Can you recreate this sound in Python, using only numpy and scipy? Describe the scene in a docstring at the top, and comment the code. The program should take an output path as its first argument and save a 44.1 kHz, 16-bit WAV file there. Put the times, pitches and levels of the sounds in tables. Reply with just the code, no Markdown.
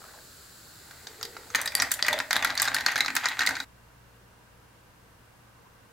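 """A kitchen, close to a tall glass: the last of a fizzy drink plops in, bubbles hiss in the air column above the foam.
Ice nudges the wall; a spoon stirs, cubes knock dully on each other and on the glass, and the drink sloshes and gurgles.
Clicks and noise bursts ring damped resonances; ringing tones make the plops; shaped noise makes slosh and room.
The scene cuts to a quiet dining room: shaped noise with narrow peaks, a fading mains hum of two sines, a faint rustle."""
import sys
import numpy as np
from scipy import signal
from scipy.fft import rfft, irfft, next_fast_len
from scipy.io import wavfile
from scipy.ndimage import uniform_filter1d

SR = 44100
rng = np.random.default_rng(int(sys.argv[2]) if len(sys.argv) > 2 else 0)


def persist_wave(psi):
    """Save psi, clipped to +-1, as 16-bit WAV."""
    counts = np.round(np.clip(psi, -1, 1) * 32767).astype(np.int16)
    wavfile.write(sys.argv[1], SR, np.atleast_2d(counts).T)


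N = 261072
TIME_S = np.arange(N) / SR

# Air column above the drink, nearly odd modes: multiple, width_hz, level_db (relative)
COLUMN_MODES = [(1, 350, 0), (2.9, 1300, -3), (4.85, 1600, -4), (7.3, 1800, -9), (9.9, 1500, -11)]
# Plain hiss between the column modes: frequency_hz, density_db (relative, per Hz)
FIZZ_BED_SPECTRUM = [(880, -39), (1500, -7), (3030, -16), (4460, 1), (7690, -9), (16000, -63)]
FIZZ_DB = -52
COLUMN_HZ, COLUMN_STIRRED_HZ, SPOON_IN_S = 1500, 1530, 1.53   # quarter-wave pitch before and after the spoon

# Kitchen room noise: frequency_hz, density_db (relative, per Hz)
KITCHEN_SPECTRUM = [(12, -49), (20, -8.5), (54, -4), (73, 3), (119, 0), (209, -7), (445, -6.5),
                    (835, -12.5), (1600, -14.5), (3000, -16), (3900, -46.5), (6600, -120)]
# Left-right likeness of kitchen noise: frequency_hz, likeness (0 to 1)
KITCHEN_LIKENESS = [(60, 1), (240, 0.76), (950, 0.16), (3770, 0.5), (15000, 0.16)]
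# Kitchen reverberation: frequency_hz, t60_s
ECHO_DECAY = [(400, 0.15), (1500, 0.39), (5000, 0.22), (14000, 0.27)]
KITCHEN_DB = -56.5

# Bubbles trapped by the last of the stream: start_s, peak_db, pitch_hz
PLOP_EVENTS = [(0.019, -39, 1350), (0.041, -35.5, 1270), (0.086, -42, 1540), (0.139, -47, 818),
               (0.144, -45, 990), (0.178, -49, 865), (0.188, -39, 1600)]
POUR_END_S, PATTER_DB = 0.23, -56.5
PLOP_CYCLES = 10   # cycles in which a plop falls by 30 dB

# Knocks of ice: start_s, body_hz, body_peak_db, clink_hz, clink_peak_db, crack_peak_db, spike_over_tail_db
KNOCK_EVENTS = [(0.91, 1510, -36.5, 4330, -38.5, -43, 3), (1.07, 1620, -30, 4770, -25.5, -36, 11),
                (1.212, 1380, -28, 6650, -28, -46, 20), (1.229, 1240, -30.5, 4760, -15.5, -22, 15),
                (1.252, 1900, -35, 4860, -25, -22, 9), (1.367, 1380, -25.5, 3880, -35, -54, 8),
                (1.502, 1320, -33.5, 6460, -30.5, -45, -12), (1.5485, 1844, -7, 3280, -17, -16, 0),
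                (1.5565, 1860, -21.5, 6500, -8, -8.5, 13.5), (1.615, 1820, -25, 6090, -22, -15, 10),
                (1.658, 1820, -19.5, 3800, -20.5, -20, -9), (1.676, 1780, -22.5, 4780, -14.5, -21, 8),
                (1.72, 2360, -28.5, 3560, -34, -35, 6), (1.752, 1900, -10.5, 4660, -3, 1, 26),
                (1.78, 1960, -22, 3850, -29, -28, 16), (1.8, 1940, -12, 5650, -7.5, -21, 15),
                (1.821, 1930, -11.5, 4860, -11, -8.5, 4), (1.909, 1750, -24.5, 3880, -25.5, -36, -6),
                (1.916, 1360, -19, 5930, -14.5, -7, 2), (1.939, 1650, -31, 7250, -22, -15.5, -5),
                (1.992, 1960, -23, 4150, -40, -48, -3), (2.026, 1970, -12.5, 4720, -2, -17.5, 27),
                (2.048, 1970, -20, 4100, -32, -46, -14), (2.065, 1960, -21, 3510, -18.5, -24.5, 3),
                (2.083, 2260, -8, 4120, -12, -14, 6), (2.129, 905, -17, 3550, -14.5, -20, -16),
                (2.189, 1450, -20, 3850, -13, -16, 20), (2.202, 1680, -10.5, 3600, -17, -42, 17),
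                (2.308, 1710, -11.5, 4100, -14, -17, 12.5), (2.33, 1280, -12, 3870, -6, -6.5, 23),
                (2.357, 1960, -18, 3750, -13, -25, 14), (2.365, 1650, -6, 3850, -6.5, -11, 15.5),
                (2.425, 1760, -15.5, 3490, -20, -29, 1), (2.447, 1430, -11, 3540, -11, -9.5, 5.5),
                (2.472, 1560, -25, 3960, -22, -35, 2), (2.504, 1620, -14.5, 4000, -13, -33, 20.5),
                (2.553, 2040, -26.5, 4000, -25.5, -23.5, 3), (2.576, 1670, -22, 4390, -14.5, -18.5, 11),
                (2.598, 1620, -14.5, 5130, -11.5, -24, 2), (2.619, 1170, -13.5, 5300, -16.5, -5, 12),
                (2.627, 1120, -24, 5300, -15, -14, 13), (2.643, 1940, -23, 6080, -19.5, -23, 10.5),
                (2.653, 1610, -19.5, 4940, -20, -30, -13), (2.676, 1500, -14, 3930, -17.5, -34, 6),
                (2.682, 1520, -13.5, 3770, -17, -38, 8), (2.745, 1570, -15.5, 4230, -13.5, -15, -13),
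                (2.765, 1810, -15, 3740, -27, -31, -25), (2.785, 2210, -18, 3800, -21, -33, 15),
                (2.808, 1600, -20, 3900, -22, -26, 5), (2.863, 1510, -8.5, 4330, -6, -10, 11.5),
                (2.884, 1880, -14, 4400, -35, -29, 0), (2.918, 1650, -20.5, 5700, -27.5, -32, -3),
                (2.958, 1670, -13, 3900, -26.5, -41, -20), (2.965, 2200, -20, 3940, -13, -26.5, 12),
                (2.978, 1810, -18.5, 3960, -23, -23, -6), (2.987, 2000, -23.5, 3940, -22, -27, 11),
                (3.006, 2115, -10.5, 3920, -8, -20.5, -23), (3.047, 1280, -21.5, 3900, -24, -36, -10),
                (3.061, 1950, -17, 3870, -13, -26, 17), (3.082, 1850, -14.5, 3970, -26, -38, -2),
                (3.103, 2010, -18, 3930, -29.5, -37, 2), (3.153, 1710, -16, 5320, -16, -11.5, 17),
                (3.165, 1640, -10, 3940, -11, -16, 3), (3.243, 1420, -18, 3890, -34, -41, -13),
                (3.257, 1990, -11, 3770, -9.5, -20, 20), (3.286, 1900, -26.5, 3830, -17.5, -24, -4.5),
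                (3.392, 1450, -14.5, 3820, -13, -23, -12), (3.407, 1820, -12.5, 4540, -21, -31, -4),
                (3.417, 1586, -14.5, 3980, -17.5, -37, 1), (3.434, 1550, -18.5, 3600, -37, -35, -14),
                (3.464, 2000, -25, 4480, -11, -13, 6), (3.472, 2070, -10, 4150, -11, -24.5, -3),
                (3.49, 1470, -17, 4790, -19.5, -19, 2), (3.508, 1620, -17.5, 3900, -27, -35, 4),
                (3.553, 2260, -25.5, 3920, -25, -47, -18), (3.567, 1460, -23, 3830, -28, -39, -22),
                (3.602, 1480, -21, 3870, -16.5, -26, 10.5)]
# Filled glass, damped by bubbles: frequency_hz, width_hz, level_db (relative)
GLASS_MODES = [(807, 250, -9.5), (1333, 274, -3.5), (1522, 206, -0.5), (1963, 324, 1), (3910, 700, -5),
               (4720, 300, -3), (5560, 630, -3), (5820, 610, 0), (7310, 1000, -1), (8040, 1100, -1),
               (9000, 2300, -3.5), (12000, 140, -18), (13040, 160, -4), (16500, 870, -27)]
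THUMP_DB = -28   # relative to the body of the knock
CLINK_T60_S = 0.015

# Resonant gurgles of liquid: time_s, upper_hz, upper_db, low_db
GURGLE_COURSE = [(1.0, 440, -67.5, -82), (1.25, 435, -51.5, -93), (1.5, 451, -59.5, -63),
                 (1.6, 586, -48.5, -68), (1.95, 605, -61.5, -71), (2.15, 606, -36, -50),
                 (2.27, 618, -55.5, -66.5), (2.6, 623, -54, -65), (3.1, 599, -74, -53.5),
                 (3.4, 582, -86, -60.5), (3.66, 581, -80, -57)]

# Swells of rattle and slosh while the spoon stirs; one stroke may hold several:
# start_s, length_s, rattle_db, slosh_db
STIR_SWELLS = [(1.552, 0.072, -35.5, -52), (1.75, 0.1, -35, -44), (1.915, 0.077, -47, -56),
               (1.987, 0.083, -37, -58), (2.06, 0.1, -32.5, -42.5), (2.326, 0.18, -34.5, -45),
               (2.57, 0.24, -36, -47), (2.849, 0.18, -37, -50.5), (3.162, 0.026, -33.5, -69),
               (3.239, 0.085, -34, -55), (3.38, 0.055, -31, -61), (3.45, 0.057, -37.5, -41),
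               (3.54, 0.074, -43, -58)]
# Slosh of liquid: frequency_hz, density_db (relative, per Hz)
SLOSH_SPECTRUM = [(71, -17), (120, -7), (167, -27.5), (270, -5.5), (356, -19.5), (813, -3.5), (900, -6.5),
                  (1170, -17), (1980, -120)]
SWELL_RISE_DB_PER_S, RATTLE_FALL_DB_PER_S, SLOSH_FALL_DB_PER_S = 900, 263, 276
SLOSH_LAG_S = 0.023
# Ice adrift between swells comes up to these levels by BOBBING_FROM_S
BOBBING_RATTLE_DB, BOBBING_SLOSH_DB, BOBBING_FROM_S = -58.5, -62.5, 1

# Dining room noise: frequency_hz, density_db (relative, per Hz)
DINING_SPECTRUM = [(12, -64), (20, -10), (48, -14.5), (91, -6), (123, -6), (146, -11.5), (172, -8.5),
                   (446, -17.5), (485, -13.5), (624, -15.5), (1060, -15), (1330, -16.5), (3250, -26),
                   (13900, -32.5), (16000, -34)]
# Left-right likeness of dining room noise: frequency_hz, likeness (0 to 1)
DINING_LIKENESS = [(60, 1), (240, 0.58), (950, 0.31), (3770, 0.097), (15000, 0.24)]
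# Resonances in the dining room noise: frequency_hz, width_hz, level_db (relative to that noise)
DINING_RESONANCES = [(468, 16, -14), (969, 39, -15), (1550, 120, -11.5), (2740, 36, -18.5)]
# Mains hum: frequency_hz, rms_db (at 4 s)
HUM_TONES = [(59.2, -63), (118.4, -63.5)]
# Change of each hum tone: slope_db_per_s
HUM_SLOPES = [-4.5, -2]
# Faint rustle, before its random flutter: time_s, level_db
RUSTLE_COURSE = [(3.66, -81), (5.35, -77), (5.62, -60.5), (5.92, -69)]
DINING_DB = -57.5

CUT_S, CUT_FADE_S = 3.645, 0.016
PEAK_CEILING = 0.72   # height at which peaks are rounded
CUTOFF_HZ = 16600   # from here up the treble is at least 60 dB down


def from_db(db):
    """Decibels to amplitude."""
    return 10 ** (np.asarray(db) / 20)


def rms_one(x):
    """Scale to an rms of 1 over all channels."""
    return x / np.sqrt(np.mean(x ** 2) + 1e-20)


def in_time(rows):
    """Spread the columns of a timed table over every sample."""
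    times_s, *columns = np.transpose(rows)
    return [np.interp(TIME_S, times_s, column) for column in columns]


def at_hz(points, hz):
    """Read a table of frequencies, interpolating on a log scale."""
    table_hz, values = np.transpose(points)
    return np.interp(np.log(hz), np.log(table_hz), values)


def band(x, low_hz, high_hz):
    """Butterworth band-pass."""
    sections = signal.butter(2, [low_hz, high_hz], "band", fs=SR, output="sos")
    return signal.sosfilt(sections, x)


def resonance(x, hz, width_hz):
    """Two-pole resonance with a peak gain of about 1."""
    radius = np.exp(-np.pi * width_hz / SR)
    zeros = np.array([1, 0, -1]) * (1 - radius ** 2) / 2
    poles = [1, -2 * radius * np.cos(2 * np.pi * hz / SR), radius ** 2]
    return signal.lfilter(zeros, poles, x + 1e-18)


def drift(rate_hz):
    """Slow random wander between normal random values of spread 1."""
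    values = rng.standard_normal(int(N / SR * rate_hz) + 2)
    return np.interp(TIME_S * rate_hz, np.arange(len(values)), values)


def room_noise(spectrum, likeness):
    """Stereo noise of a given spectrum, from a shared and an opposed part; rms 1."""
    hz = np.maximum(np.arange(N // 2 + 1) * SR / N, 1)
    mid, side = rfft(rng.standard_normal((2, N)))
    alike = np.clip(at_hz(likeness, hz), 0, 1)
    opposed = np.sqrt(1 - alike) * side * [[1], [-1]]
    stereo = np.sqrt(1 + alike) * mid + opposed
    return rms_one(irfft(stereo * from_db(at_hz(spectrum, hz)), N))


def grains(per_s, spread_db):
    """Random clicks of uneven size and sign."""
    excess = np.minimum(rng.exponential(1, N), 4)
    sizes = from_db(spread_db * excess) * rng.choice([-1, 1], N)
    return sizes * (rng.random(N) < per_s / SR)


def fizz():
    """Thousands of bursting bubbles a second sound the air column, pitched higher once spoon and ice raise the drink."""
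    pitch_hz = np.where(TIME_S < SPOON_IN_S, COLUMN_HZ, COLUMN_STIRRED_HZ)
    pops = np.array([grains(9000, 2.5) for _ in range(3)])
    pops = rms_one(pops[0] + 1.06 * pops[1:])   # partly the same at both sides
    column, hop = np.zeros((2, N)), 4096
    window = np.hanning(2 * hop)
    pops[:, :hop] /= window[:hop] + 1e-9   # the first block has no earlier one to overlap
    for at in range(0, N, hop):   # overlapping blocks, each at its own pitch
        piece = pops[:, at:at + 2 * hop] * window[:N - at]
        for multiple, width_hz, db in COLUMN_MODES:
            mode = resonance(piece, multiple * pitch_hz[at], width_hz)
            column[:, at:at + 2 * hop] += from_db(db) * mode
    bed = from_db(-11) * room_noise(FIZZ_BED_SPECTRUM, KITCHEN_LIKENESS)
    return from_db(FIZZ_DB) * (rms_one(column) + bed)


def kitchen_air():
    """Steady kitchen room noise, shaped in spectrum and stereo likeness."""
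    return from_db(KITCHEN_DB) * room_noise(KITCHEN_SPECTRUM, KITCHEN_LIKENESS)


def plops():
    """Bubbles trapped by the falling stream ring a few cycles each: some stand out, many small ones patter below."""
    pitches_hz = np.geomspace(500, 1700, num=6)
    patter = rms_one(sum(resonance(grains(60, 1.5), hz, hz / 9) for hz in pitches_hz))
    out = from_db(PATTER_DB) * patter * np.clip((POUR_END_S - TIME_S) / 0.034, 0, 1)
    for start_s, db, hz in PLOP_EVENTS:
        cycles = np.maximum(TIME_S - start_s, 0) * hz
        out += from_db(db - 30 * cycles / PLOP_CYCLES) * np.sin(2 * np.pi * cycles)
    return out


def kitchen_echo(x):
    """A dense noise tail for each side, more alike in the bass, each band dying at its own rate."""
    t = np.arange(SR // 2) / SR
    edges_hz = np.geomspace(200, 16000, num=9)
    tail = 0
    for low, high in zip(edges_hz, edges_hz[1:]):
        noise = rng.standard_normal((3, len(t)))
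        shared = 2500 / low   # power of the part common to both sides
        stereo = band(np.sqrt(shared) * noise[0] + noise[1:], low, high) / np.sqrt(1 + shared)
        t60_s = at_hz(ECHO_DECAY, np.sqrt(low * high))
        tail = tail + stereo * from_db(-60 * t / t60_s)
    tail = tail * np.clip(t / 0.00064, 0, 1)
    tail = tail / np.sqrt(np.sum(tail[0] ** 2))
    size = next_fast_len(N + len(t))
    return irfft(rfft(x, size) * rfft(tail, size), size)[:, :N]


def glass(x):
    """The damped modes of the filled glass, with a little of the direct contact noise."""
    out = from_db(-47) * x
    for k, (hz, width_hz, db) in enumerate(GLASS_MODES):
        out = out + (-1) ** k * from_db(db) * resonance(x, hz, width_hz)
    return out


def knocks():
    """A sharp contact with a rough tail starts a dull body ring, a clink of the wall, a crack and a low thump."""
    start_s, body_hz, body_db, clink_hz, clink_db, crack_db, sharp_db = np.transpose(KNOCK_EVENTS)
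    t = np.arange(1800) / SR
    noise = rng.standard_normal((2, len(start_s), len(t)))   # mid and side
    mid = noise[0]
    # a clean hit opens with a spike, a glancing one smears
    spike = from_db(sharp_db[:, None] - 60 * t / 0.0008)
    rough_tail = glass(noise * from_db(-60 * t / 0.057))
    struck = rough_tail + band(noise * spike, 500, 13900) * from_db(-5.5)

    def part(low_hz, high_hz, burst_t60_s, side_db, peak_db, ring_hz, ring_t60_s, ring_db):
        """One band of the contact noise plus a ringing mode, scaled to its peak level."""
        burst = band(struck, low_hz, high_hz) * from_db(-60 * t / burst_t60_s)
        burst = burst / np.abs(burst[0]).max(axis=1, keepdims=True)
        width_hz = np.log(1000) / (np.pi * ring_t60_s)
        push = mid * from_db(-60 * t / 0.0067)
        ring = np.array([resonance(p, hz, width_hz) for p, hz in zip(push, ring_hz)])
        ring = ring / np.abs(ring).max(axis=1, keepdims=True)
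        center = burst[0] + from_db(ring_db - 0.25 * sharp_db[:, None]) * ring
        # the wall radiates unevenly to either side
        stereo = center + from_db(side_db) * burst[1] * [[[1]], [[-1]]]
        return stereo / np.abs(stereo).max(axis=(0, 2), keepdims=True) * from_db(peak_db)[:, None]

    crack_hz = np.full(len(start_s), 8100.)
    hits = part(695, 2390, 0.11, -10.0, body_db, body_hz, 0.022, 0.27)
    hits = hits + part(2950, 5460, 0.14, -6.5, clink_db, clink_hz, CLINK_T60_S, -2.5)
    hits = hits + part(8100, 17650, 0.1, -4, crack_db, crack_hz, 0.0028, -2.5)
    thump = band(mid * from_db(-60 * t / 0.072), 108, 834)   # the cube shoves the liquid
    thump = thump / np.abs(thump).max(axis=1, keepdims=True)
    hits = hits + thump * from_db(body_db + THUMP_DB)[:, None]
    out = np.zeros((2, N + len(t)))
    for k, at in enumerate(np.round(start_s * SR).astype(int)):
        out[:, at:at + len(t)] += hits[:, k]
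    return out[:, :N]


def gurgle():
    """Air pockets in the moving liquid ring a few cycles: one pitch wanders, a low one stays."""
    upper_hz, upper_db, low_db = in_time(GURGLE_COURSE)
    # rings at 500 Hz are shifted down to 0 Hz, smoothed, then carried up to the wandering pitch
    flutter = resonance(grains(900, 2.0), 500, 45) * np.exp(-2j * np.pi * 500 * TIME_S)
    envelope = uniform_filter1d(flutter.real, size=120)
    upper = np.real(envelope * np.exp(2j * np.pi * np.cumsum(upper_hz) / SR))
    low = resonance(resonance(grains(200, 2.5), 272, 70), 272, 70)
    on = TIME_S > GURGLE_COURSE[0][0]
    return on * (from_db(upper_db) * rms_one(upper) + from_db(low_db) * rms_one(low))


def swell_level_db(column, lag_s, fall_db_per_s, adrift_db):
    """Each swell rises fast, holds and dies away, over the level of drifting ice."""
    level_db = adrift_db - 40 * np.clip(BOBBING_FROM_S - TIME_S, 0, 1)
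    for row in STIR_SWELLS:
        start_s = row[0] + lag_s
        end_s = start_s + row[1]
        rise_db = SWELL_RISE_DB_PER_S * np.maximum(start_s - TIME_S, 0)
        fall_db = fall_db_per_s * np.maximum(TIME_S - end_s, 0)
        level_db = np.maximum(level_db, row[column] - rise_db - fall_db)
    return level_db


def rattle():
    """Many small, soft touches of ice between the knocks, heard mostly in the low modes of the glass."""
    level_db = swell_level_db(2, 0, RATTLE_FALL_DB_PER_S, BOBBING_RATTLE_DB)
    clicks = grains(700 * from_db(4 * drift(30)), 3.5)
    touches = signal.lfilter([1], [1, -0.8], clicks)   # softened
    return from_db(level_db) * rms_one(band(glass(touches), 420, 4340))


def slosh():
    """Liquid swells a little later than the rattle: low noise with a lapping level."""
    level_db = swell_level_db(3, SLOSH_LAG_S, SLOSH_FALL_DB_PER_S, BOBBING_SLOSH_DB)
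    lapping_db = 3 * drift(25)
    return from_db(level_db + lapping_db) * room_noise(SLOSH_SPECTRUM, [(100, 0.98), (900, 0.88)])


def mains_hum():
    """Two steady sines that weaken over time."""
    out = 0
    for (hz, rms_db), slope_db_per_s in zip(HUM_TONES, HUM_SLOPES):
        level_db = rms_db + slope_db_per_s * (TIME_S - 4.0)
        out = out + np.sqrt(2) * from_db(level_db) * np.sin(2 * np.pi * hz * TIME_S)
    return out


def rustle():
    """Faint noise through two resonances near 1 kHz, its level fluttering at random."""
    level_db, = in_time(RUSTLE_COURSE)
    noise = resonance(resonance(rng.standard_normal((2, N)), 1060, 250), 1000, 400)
    return from_db(level_db + 3.8 * drift(30)) * rms_one(noise)


def dining_room():
    """Room noise with narrow resonances, a fading mains hum and a faint rustle."""
    air = rng.standard_normal((2, N))
    peaks = sum(from_db(db) * rms_one(resonance(air, hz, width_hz)) for hz, width_hz, db in DINING_RESONANCES)
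    room = from_db(DINING_DB) * (room_noise(DINING_SPECTRUM, DINING_LIKENESS) + peaks)
    return room + mains_hum() + rustle()


def scene():
    """Kitchen until the cut, dining room after it."""
    in_glass = plops() + knocks() + gurgle() + rattle()
    direct = in_glass * from_db([[0.15], [-0.15]])   # a touch stronger at the left
    echo = from_db(-10) * kitchen_echo(in_glass.mean(axis=0))
    kitchen = fizz() + kitchen_air() + direct + echo + slosh()
    after = np.clip((TIME_S - CUT_S) / CUT_FADE_S + 0.5, 0, 1)
    return kitchen * (1 - after) + dining_room() * after


def record(dry):
    """At the microphones: peaks are rounded, then the top is cut steeply."""
    rounded = PEAK_CEILING * np.tanh(dry / PEAK_CEILING)
    return signal.sosfilt(signal.cheby2(14, 60, CUTOFF_HZ, fs=SR, output="sos"), rounded)


dry = scene()
out = record(dry)
persist_wave(out)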